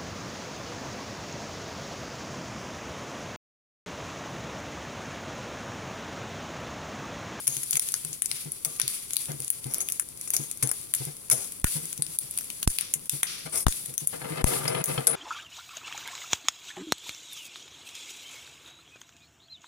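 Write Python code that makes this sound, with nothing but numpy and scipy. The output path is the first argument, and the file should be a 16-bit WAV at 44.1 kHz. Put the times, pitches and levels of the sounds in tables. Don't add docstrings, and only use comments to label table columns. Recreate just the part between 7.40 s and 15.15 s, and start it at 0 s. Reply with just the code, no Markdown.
import sys
import numpy as np
from scipy import signal
from scipy.fft import rfft, irfft
from scipy.io import wavfile
from scipy.ndimage import uniform_filter1d, minimum_filter1d

SR = 44100
rng = np.random.default_rng(int(sys.argv[2]) if len(sys.argv) > 2 else 0)


def persist_wave(psi):
    counts = np.round(np.clip(psi, -1, 1) * 32767).astype(np.int16)
    wavfile.write(sys.argv[1], SR, np.atleast_2d(counts).T)


N = 341951
TIME = np.arange(N) / SR
HOB_HZ = 144


def amp(db):
    return 10 ** (np.asarray(db) / 20)


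def unit(x):
    return x / np.sqrt(np.mean(x ** 2) + 1e-20)


def add(track, start_s, sound):
    i = max(int(start_s * SR), 0)
    track[..., i:i + sound.shape[-1]] += sound[..., :max(N - i, 0)]


def colour(x, points, size=1024):
    hz, db = np.transpose(points)
    bins_hz = np.arange(size + 1) * SR / 2 / size
    log_gain = np.log(amp(np.interp(np.log(bins_hz + 1), np.log(hz), db)))
    cepstrum = irfft(log_gain)[:size]
    cepstrum[1:] *= 2
    response = irfft(np.exp(rfft(cepstrum, 2 * size)))[:size]
    response = np.array(response / np.linalg.norm(response), ndmin=x.ndim)
    return signal.oaconvolve(x, response, axes=-1)[..., :x.shape[-1]]


def resonate(x, hz, width_hz):
    return signal.lfilter(*signal.iirpeak(hz, hz / width_hz, fs=SR), x)


def noise_band(hz, width_hz):
    return unit(resonate(resonate(rng.standard_normal(N), hz, width_hz), hz, width_hz))


def ring(x, modes, spread_db=2):
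    longest_s = max(t60 for *_, t60 in modes)
    t, response = TIME[:int(SR * min(longest_s, .4))], 0
    for (hz, db, t60), (size, phase, lead) in zip(modes, rng.standard_normal((len(modes), 3))):
        angle = 2 * np.pi * (hz * t + phase) + np.array([[0], [lead]])
        decay = amp(db + spread_db * size - 60 * t / t60) / np.sqrt(t60)
        response = response + decay * np.sin(angle)
    return signal.oaconvolve(x[None], unit(response) / np.sqrt(len(t)), axes=-1)[:, :len(x)]


def wander(per_s):
    step = int(SR / per_s)
    stairs = np.repeat(rng.standard_normal(N // step + 2), step)
    return unit(uniform_filter1d(stairs, step)[:N])


def clicks(per_s, spread_db):
    chance, sign = rng.random(N) * SR / per_s, rng.choice([-1., 1.], N)
    at, out = chance < 1, np.zeros(N)
    out[at] = sign[at] * amp(spread_db * np.minimum(-np.log(chance[at]), 6))
    return unit(out)


def scattered(per_s, spread_db, apart=1.0):
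    shared = clicks(per_s, spread_db)
    alone = np.array([clicks(per_s, spread_db) for _ in range(2)])
    return unit(shared + apart * alone)


def leftward(db):
    return np.array([[1], [amp(-db)]])


def burner():
    # freq_hz, level_db
    flame_spectrum = [(25, -8.5), (60, -5.5), (140, 1), (250, -4), (500, -4), (900, -15), (2000, -18.5),
                      (6000, -64), (16000, -30)]
    noise = rng.standard_normal(N) + .5 * rng.standard_normal((2, N))
    return colour(noise, flame_spectrum) * amp(-52.5 + 0.073 * wander(5.6)) * leftward(4.9)


def sizzle(bursts, rise_s=0.07, fall_s=0.087, simmer_db=-45, opening_db=-37):
    # freq_hz, level_db
    oil_spectrum = [(200, -21), (1000, -9.5), (2500, 0.5), (5000, 2.5), (8000, 1.5), (10000, 2),
                    (13000, 0.5), (16000, -2.5)]
    t = TIME[:SR]
    power = (amp(opening_db) * np.exp(-TIME / fall_s)) ** 2
    for start_s, *_, hiss_db in bursts:
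        spray = amp(hiss_db) * (1 - np.exp(-t / rise_s)) * np.exp(-t / fall_s)
        add(power, start_s, spray ** 2)
    boil = np.sqrt(power + amp(simmer_db + 0.38 * wander(3.7)) ** 2)
    bubbles = scattered(per_s=14000, spread_db=2.2) * amp(1.8 * wander(45))
    ticks = amp(-14.5) * scattered(per_s=450, spread_db=2)
    return colour((bubbles + ticks) * boil, oil_spectrum) * leftward(3.35)


def droplets():
    sizes = [(3000, 31, -59.5), (6000, 110, -61), (9100, 70, -54)]  # pitch_hz, rate_per_s, level_db
    spits = 0
    for hz, per_s, db in sizes:
        ticks = scattered(per_s, spread_db=3.4, apart=0.81)
        spits = spits + amp(db) * unit(resonate(ticks, hz, hz / 2))
    return spits * leftward(8)


def spoon(attack_share=0.015, knock_s=0.0046, tap_s=0.011, chatter_db=3, chatter_per_s=260):
    # start_s, bite_s, spoon_db, pan_db, drag_s, drag_db, sing_hz, sing_db
    strokes = [(0.069, 0.012, -20.5, -39.5, 0.13, -13.5, 6530, 0),
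               (0.327, 0.012, -25.5, -57, 0.019, -14, 6360, 6),
               (0.368, 0.011, -18, -30.5, 0.021, -21, 6400, 8),
               (1.252, 0.0095, -24, -34.5, 0.17, -22, 6410, -1),
               (1.882, 0.019, -49, -38.5, 0.038, -3.5, 6430, -6),
               (2.295, 0.12, -40, -49, .16, -1, 5800, -5), (2.403, 0.02, -25, -58, 0.2, -22.5, 6400, 5),
               (2.874, 0.003, -27.5, -61, 0.028, -8, 6600, -9),
               (2.935, 0.019, -20, -38, 0.13, -17.5, 6520, 0),
               (3.225, 0.014, -18.5, -31, 0.073, -15.5, 10140, -7),
               (3.29, 0.017, -25.5, -40, 0.016, -1.5, 8900, 0),
               (3.314, 0.0025, -17.5, -27, 0.0075, -25, 10400, -8),
               (3.912, 0.02, -14.5, -29, 0.14, -18, 6400, -4),
               (6.056, 0.017, -38, -31, 0.041, -18, 8600, -4),
               (6.121, 0.057, -30.5, -40, 0.09, -6.5, 8450, -3),
               (6.15, 0.069, -25, -63, 0.056, -16, 11820, -6),
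               (7.278, 0.0068, -22.5, -25.5, 0.0083, -3, 5170, 7),
               (7.292, 0.036, -39.5, -42.5, 0.29, -3, 10170, -4),
               (7.669, 0.01, -10, -20, 0.067, -19.5, 10015, 0)]
    # pitch_hz, level_db, t60_s
    spoon_modes = [(5300, -6, 0.04), (5740, -7, 0.03), (6450, 0, 0.06), (6950, -7, 0.025), (7820, -4, 0.06),
                   (8280, -5, 0.035), (8450, -4, 0.035), (8720, -3, 0.025), (8930, -2, 0.035),
                   (9680, -3, 0.035), (10060, -1, 0.035), (10310, -1, 0.04), (10700, -1, 0.04),
                   (11080, -6, 0.02), (11830, 1, 0.03), (13340, -8, 0.03)]
    # freq_hz, level_db
    rasp_spectrum = [(500, -0.5), (2200, 2.5), (4400, 0), (5500, 8.5), (7500, 0.5), (9000, -3.5),
                     (11800, -2), (13000, -2), (16000, 0)]
    steel, bites, drags = np.zeros((2, N)), np.zeros(N), np.zeros(N)
    t = TIME[:SR // 3]
    slips = clicks(per_s=2900, spread_db=2) * amp(chatter_db * wander(chatter_per_s))
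    for k, stroke in enumerate(strokes):
        start_s, bite_s, spoon_db, pan_db, drag_s, drag_db, sing_hz, sing_db = stroke
        contact = 1 - np.exp(-t / (attack_share * bite_s))
        bite = contact * np.exp(-(t / bite_s) ** 3)
        drag = contact * np.exp(-(t / drag_s) ** 3) * amp(drag_db)
        pressure = np.maximum(bite, drag)
        rub = unit(slips[k * SR // 10:][:len(t)] * pressure)
        knock = unit(rng.standard_normal(len(t)) * np.exp(-t / knock_s))
        knock *= amp(15) * np.exp(-bite_s / tap_s)
        force = unit(rub + knock) * np.sqrt(np.mean(pressure ** 2))
        scrape = amp(-3) * (ring(force, spoon_modes) + colour(force, rasp_spectrum)) * leftward(6.7)
        song = squeal(sing_hz, len(t)) * amp(sing_db) * np.maximum(amp(-6) * bite, drag)
        add(steel, start_s, amp(spoon_db) * (scrape + song))
        add(bites, start_s, amp(pan_db + 1) * bite)
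        add(drags, start_s, amp(pan_db + 6) * drag)
    bright = pan_body(bites, slips_per_s=1200, tilt_db_per_octave=1.7, clatter_db=-6.5)
    hollow = pan_body(drags, slips_per_s=700, tilt_db_per_octave=-2.5, clatter_db=0)
    return steel + bright + hollow


def squeal(hz, samples, width_hz=120):
    tone = resonate(rng.standard_normal(SR // 2), hz, width_hz)
    return unit(tone[-samples:]) * leftward(8)


def pan_body(force, slips_per_s, tilt_db_per_octave, clatter_db, contacts=2, detune=0.0035):
    # pitch_hz, level_db, t60_s
    pan_modes = [(377, 0.5, 0.3), (456.8, 4, 0.23), (505, 4, 0.096), (645.6, 2, 0.14), (723, -4, 0.077),
                 (766, -4, 0.11), (830, -6, 0.08), (980, -3, 0.048), (1178, -5.5, 1), (1204, -2.5, 0.1),
                 (1313, -4, 0.074), (1403, -4.5, 0.063), (1530, -3.5, 0.038), (1660, -3, 0.11),
                 (2064, -0.5, 0.046), (2144, -1.5, 0.017), (2254, -5, 0.04), (2394, -8.5, 0.04),
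                 (2565, -6.5, 0.043), (3074, -3, 0.053), (3325, -8.5, 0.077), (3446, -11.5, 0.042),
                 (3850, -8, 0.033), (4270, -11, 0.07), (4370, -8, 0.039), (5160, -11, 0.028)]
    # freq_hz, level_db
    clatter_spectrum = [(100, -47), (250, 1), (480, -2), (800, -2.5), (1300, -11.5), (1800, -4.5),
                        (2300, -33), (2800, -9), (4600, -28), (6000, -28), (16000, -30)]
    metal = 0
    for offsets in rng.standard_normal((contacts, len(pan_modes))):
        modes = [(hz * (1 + detune * offset), db + tilt_db_per_octave * np.log2(hz / 1000), t60)
                 for (hz, db, t60), offset in zip(pan_modes, offsets)]
        slips = unit(clicks(slips_per_s, spread_db=0) * amp(3 * wander(per_s=12)))
        metal = metal + ring(force * slips, modes) / np.sqrt(contacts)
    clatter = colour(force * scattered(per_s=2400, spread_db=3.5), clatter_spectrum)
    return (amp(1) * metal + amp(clatter_db) * clatter) * leftward(5.8)


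def hob(push_s=0.012, rattle_s=0.013, lead_s=.008, scuff_db=-12):
    # time_s, level_db
    pushes = [(0.083, -46.5), (0.17, -49.5), (0.346, -48), (0.65, -50), (0.695, -50), (0.935, -55),
              (1.062, -42), (1.268, -48.5), (1.438, -48), (1.895, -38), (1.94, -46), (2.001, -47),
              (2.261, -38.5), (2.998, -41), (3.236, -33.5), (3.608, -39.5), (3.673, -40), (3.929, -41.5),
              (4.36, -38), (4.431, -49.5), (4.596, -40), (4.689, -52), (4.841, -57.5), (5.559, -49.5),
              (5.736, -41), (6.057, -45.5), (6.49, -48), (6.622, -45.5), (6.91, -38.5), (7.115, -38),
              (7.258, -40), (7.405, -39), (7.583, -32)]
    # pitch_hz, width_hz, level_db
    hollow = [(230.3, 14, -9.5), (308.7, 24, -5), (376, 37, -8), (477, 56, -4.5), (764, 250, -12)]
    t, swing, rattle = TIME[:SR // 4], np.zeros(N), np.zeros(N)
    thud_shape = t / push_s * np.exp(1 - t / push_s)
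    rattle_shape = t / rattle_s * np.exp(1 - t / rattle_s)
    for (time_s, db), (detune, phase) in zip(pushes, rng.uniform(-0.93, 1, (len(pushes), 2))):
        tone = np.sin(2 * np.pi * HOB_HZ * (1 + 0.11 * detune) * t + np.pi * phase)
        add(swing, time_s - lead_s, amp(db) * thud_shape * tone)
        add(rattle, time_s - lead_s, amp(db) * rattle_shape)
    clatter = sum(amp(db) * noise_band(hz, width_hz) for hz, width_hz, db in hollow)
    scuff = pan_body(amp(scuff_db) * rattle, slips_per_s=550, tilt_db_per_octave=3, clatter_db=0)
    return amp(9) * swing * leftward(2.5) + rattle * clatter * leftward(5.8) + scuff


def seeds(small_count=50, spread_db=2.5):
    # start_s, crack_db, puff_db, hiss_db
    loud = [(0.0775, -10.5, -15, -22), (0.167, -24.5, -11, -45), (0.2325, -23.5, -28, -28.5),
            (0.3087, -16, -21, -22), (0.331, -24.5, -3, -42), (0.355, -21, -5, -43),
            (0.3953, -5.5, -15.5, -27), (0.487, -24, -10, -42), (0.52, -24, -20, -40),
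            (0.5402, -14, -9.5, -26.5), (0.6488, -24, -12, -29.5), (0.73, -29, -12, -49),
            (0.8202, -9, -14.5, -30), (0.8582, -20.5, -16.5, -31.5), (0.9137, -21.5, 1, -27),
            (1.119, -23.5, -24, -36), (1.2485, -15, -11, -29), (1.3984, -17.5, -5.5, -32),
            (1.4154, -20, -3.5, -42), (1.4786, -20, -5.5, -23), (1.707, -27.5, -8.5, -27),
            (1.7334, -23, -7, -26), (1.758, -24, -9, -45), (1.7668, -10, -5.5, -44), (1.856, -30, -10, -48),
            (1.918, -32, -20, -35), (2.0025, -26.5, -18, -35), (2.021, -31, -14, -45),
            (2.046, -27.5, -12, -47), (2.0793, -26, -11, -54), (2.1025, -9.5, -19.5, -30),
            (2.242, -30.5, -9, -35), (2.3375, -22.5, -21, -46), (2.3441, -21, -16, -35),
            (2.383, -26, -19, -45), (2.4867, -23, -6, -30), (2.5, -27, -18, -37), (2.5214, -20.5, -22, -52),
            (2.5966, -11.5, -15, -53), (2.812, -30.5, -11, -43), (2.9037, -19.5, -21, -28),
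            (2.9654, -16.5, -19, -39), (3.1127, -24, -14.5, -38), (3.173, -31.5, -21, -35),
            (3.273, -24, -11, -40), (3.314, -11.5, -15, -29.5), (3.5379, -10.5, -13, -36),
            (3.549, -14.5, -19, -25.5), (3.652, -28.5, -19, -46), (3.8999, -15.5, -18, -24.5),
            (4.045, -30, -16, -40), (4.121, -32, -16, -51), (4.243, -5.5, -7, -18), (4.455, -30, -17, -37),
            (4.5281, -25, -17, -38), (4.577, -31, -7, -48), (4.6218, -11.5, -12, -44),
            (4.665, -31.5, -6, -30.5), (4.749, -35, -15, -50), (4.7873, -7, -20, -33),
            (4.91, -27.5, -31, -44), (4.9753, -21, -14, -32.5), (4.9868, -22.5, -10.5, -50),
            (5.009, -31, -12, -50), (5.1018, -29, -3.5, -29.5), (5.2287, -22, -4.5, -54),
            (5.2752, -1.5, -18, -24.5), (5.3859, -14, -1, -64), (5.4097, -21, -19, -33),
            (5.5379, -13, -15, -51), (5.695, -8.5, -5, -24.5), (5.831, -8, -4.5, -32), (6.266, -7, 0, -41),
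            (6.2828, -6.5, -37, -22.5), (6.324, -29.5, -1.5, -29), (6.459, -27.5, -14, -53),
            (6.539, -31.5, -21, -45), (6.5789, -10, -15, -31.5), (6.6728, -9, -31, -31.5),
            (7.0418, -3, -15, -17.5), (7.4406, -7, -18, -24), (7.4577, -10, -20, -53)]
    starts_s = rng.random(small_count) * N / SR
    levels_db = np.array([-38, -14]) - spread_db * rng.standard_normal((small_count, 2))
    small = [(s, crack_db, puff_db, -64) for s, (crack_db, puff_db) in zip(starts_s, levels_db)]
    return list(loud) + small


def pops(bursts, crack_s=0.00028, puff_s=0.00049, echo_s=0.0085, echo_db=-12, tint_db=2.5, apart=0.97):
    # freq_hz, level_db
    crack_spectrum = [(300, -57), (1500, -5), (4000, -9), (6200, 9.5), (8000, 5), (10000, 10), (13000, 6.5),
                      (16500, 4.5)]
    # freq_hz, level_db
    puff_spectrum = [(200, -10), (900, -9), (1700, 1.5), (2700, 6.5), (5000, 4), (7000, -11), (10000, -23),
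                     (16000, -19)]
    t, echo_t, out = TIME[:SR // 200], TIME[:SR // 30], np.zeros((2, N))
    echo_fade = np.exp(-echo_t / echo_s) * (echo_t > .0008)
    for start_s, crack_db, puff_db, _ in bursts:
        size = 2 ** (0.33 * rng.standard_normal())
        crack_shape = [(hz, db + tint_db * rng.standard_normal()) for hz, db in crack_spectrum]
        puff_shape = [(hz / size, db + tint_db * rng.standard_normal()) for hz, db in puff_spectrum]
        tear_t = t - rng.uniform(0.00021, 0.0035)
        tear = rng.uniform(0.2, 0.4) * (tear_t > 0) * np.exp(-np.abs(tear_t) / crack_s)
        husk, vapour = rng.standard_normal((2, 1, len(t))) + apart * rng.standard_normal((2, 2, len(t)))
        crack = colour(husk * (np.exp(-t / crack_s) + tear), crack_shape)
        puff = colour(vapour * np.exp(-t / puff_s), puff_shape)
        crack = crack / np.std(resonate(crack, hz=10000, width_hz=2000), axis=1, keepdims=True)
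        burst = (amp(-7.5) * crack + amp(puff_db + 3.5) * unit(puff)) * amp(crack_db)
        paths = rng.standard_normal((2, len(echo_t))) * echo_fade
        paths *= amp(echo_db) / np.linalg.norm(echo_fade)
        paths[:, 0] = 1
        side_db = 7 + 2.5 * rng.standard_normal()
        add(out, start_s, signal.fftconvolve(paths, burst, axes=-1) * leftward(side_db))
    return out


def steam():
    # start_s, length_s, level_db
    jets = [(0.942, 0.19, -37.5), (1.391, 0.35, -35.5), (3.573, 0.21, -40.5), (5.379, 0.19, -33.5),
            (5.866, 0.29, -30.5)]
    # freq_hz, level_db
    jet_spectrum = [(300, -53), (1200, -1.5), (2500, 5), (4200, 6.5), (5800, 5.5), (7500, -7.5),
                    (10000, -49), (16000, -28)]
    flow = np.zeros(N)
    for start_s, length_s, db in jets:
        progress = np.linspace(0, 1, int(length_s * SR))
        add(flow, start_s, amp(db) * np.sin(np.pi * progress ** 0.24))
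    return colour(flow * scattered(per_s=18000, spread_db=3.5), jet_spectrum) * leftward(2.3)


def overloads(mean_s=0.035, settle_hz=24, rasp_s=0.0017):
    # start_s, left_swing, right_swing, ragged_share, rasp_hz
    jumps = [(4.244, 1.5, 1.53, 0.36, 3200), (5.2755, 3.5, 5, 0.6, 3700), (6.2667, 7.5, 1.3, 0.74, 640),
             (6.283, 0.16, 1.85, 0.27, 1200), (7.0422, -5, -1.6, 0.26, 1700)]
    t, out = TIME[:SR // 10], np.zeros((2, N))
    swing = (1 - np.exp(-t / .0001)) * np.exp(-(t / .0036) ** 1.2)
    for start_s, left, right, ragged_share, rasp_hz in jumps:
        vibration = unit(resonate(rng.standard_normal((2, len(t))), rasp_hz, 0.83 * rasp_hz))
        pull = ragged_share * np.clip(vibration, 0, 2) * np.exp(-t / rasp_s)
        add(out, start_s, np.array([[left], [right]]) * swing * (1 - pull))
    creep = signal.lfilter(*signal.butter(1, settle_hz, "low", fs=SR), out)
    window = np.hanning(2 * int(mean_s * SR / 2) + 1)
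    sag = signal.oaconvolve(out, window[None] / window.sum(), mode="same", axes=-1)
    return out - .5 * (creep + sag)


def pan_slide(judder_db=3, judder_per_s=60, catch_s=0.0021):
    # time_s, level_db
    slide = [(6.721, -75), (6.74, -36.5), (6.8, -51), (6.83, -35), (7.0, -32), (7.12, -28.5), (7.21, -30),
             (7.41, -30.5), (7.452, -32), (7.6, -36), (7.75, -35)]
    # start_s, level_db
    catches = [(6.733, -28.5), (6.816, -23.5), (7.135, -20), (7.2528, -16), (7.348, -17.5), (7.496, -28),
               (7.577, -15), (7.587, -41)]
    times_s, levels_db = np.transpose(slide)
    force = np.interp(TIME, times_s, amp(levels_db), left=0) * amp(judder_db * wander(judder_per_s))
    jolts = np.zeros(N)
    for start_s, db in catches:
        add(jolts, start_s, amp(db) * np.exp(-TIME[:SR // 10] / catch_s))
    rumble = amp(-1) * force * noise_band(HOB_HZ, width_hz=42)
    rattle = pan_body(amp(3) * force, slips_per_s=170, tilt_db_per_octave=-0.6, clatter_db=-4)
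    clanks = pan_body(amp(6) * jolts, slips_per_s=3500, tilt_db_per_octave=1, clatter_db=-4)
    return rattle + clanks + rumble * leftward(2.6)


def kitchen(x, t60_s=0.093, room_db=-12):
    t = TIME[:SR // 3]
    fade = amp(-60 * t / t60_s) * (t > .005)
    response = amp(room_db) * rng.standard_normal((2, len(t))) * fade / np.linalg.norm(fade)
    return x + signal.oaconvolve(x, response, axes=-1)[:, :N]


def ports(x, cavities_hz=(9800, 10600), width_hz=1300, boost=4.71):
    return .5 * np.array([side + boost * resonate(side, hz, width_hz)
                          for side, hz in zip(x, cavities_hz)])


def scene(left_lag_s=.00086):
    bursts = seeds()
    frying = pops(bursts) + sizzle(bursts) + droplets() + steam()
    stirring = spoon() + pan_slide()
    left, right = ports(kitchen(frying + stirring)) + hob() + burner() + overloads()
    lag = round(left_lag_s * SR)
    return np.array([np.pad(left, (lag, 0))[:N], right])


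def record(dry, ceiling=0.89, look_ahead_s=.019, top_hz=16000):
    peak = np.maximum(np.abs(dry).max(axis=0), ceiling)
    ahead = int(look_ahead_s * SR)
    held_log_gain = minimum_filter1d(np.log(ceiling / peak), 2 * ahead + 1)
    gain = np.exp(uniform_filter1d(held_log_gain, ahead // 2))
    top_cut = signal.ellip(8, .2, 70, top_hz, fs=SR, output="sos")
    return signal.sosfilt(top_cut, dry * gain)


dry = scene()
out = record(dry)
persist_wave(out)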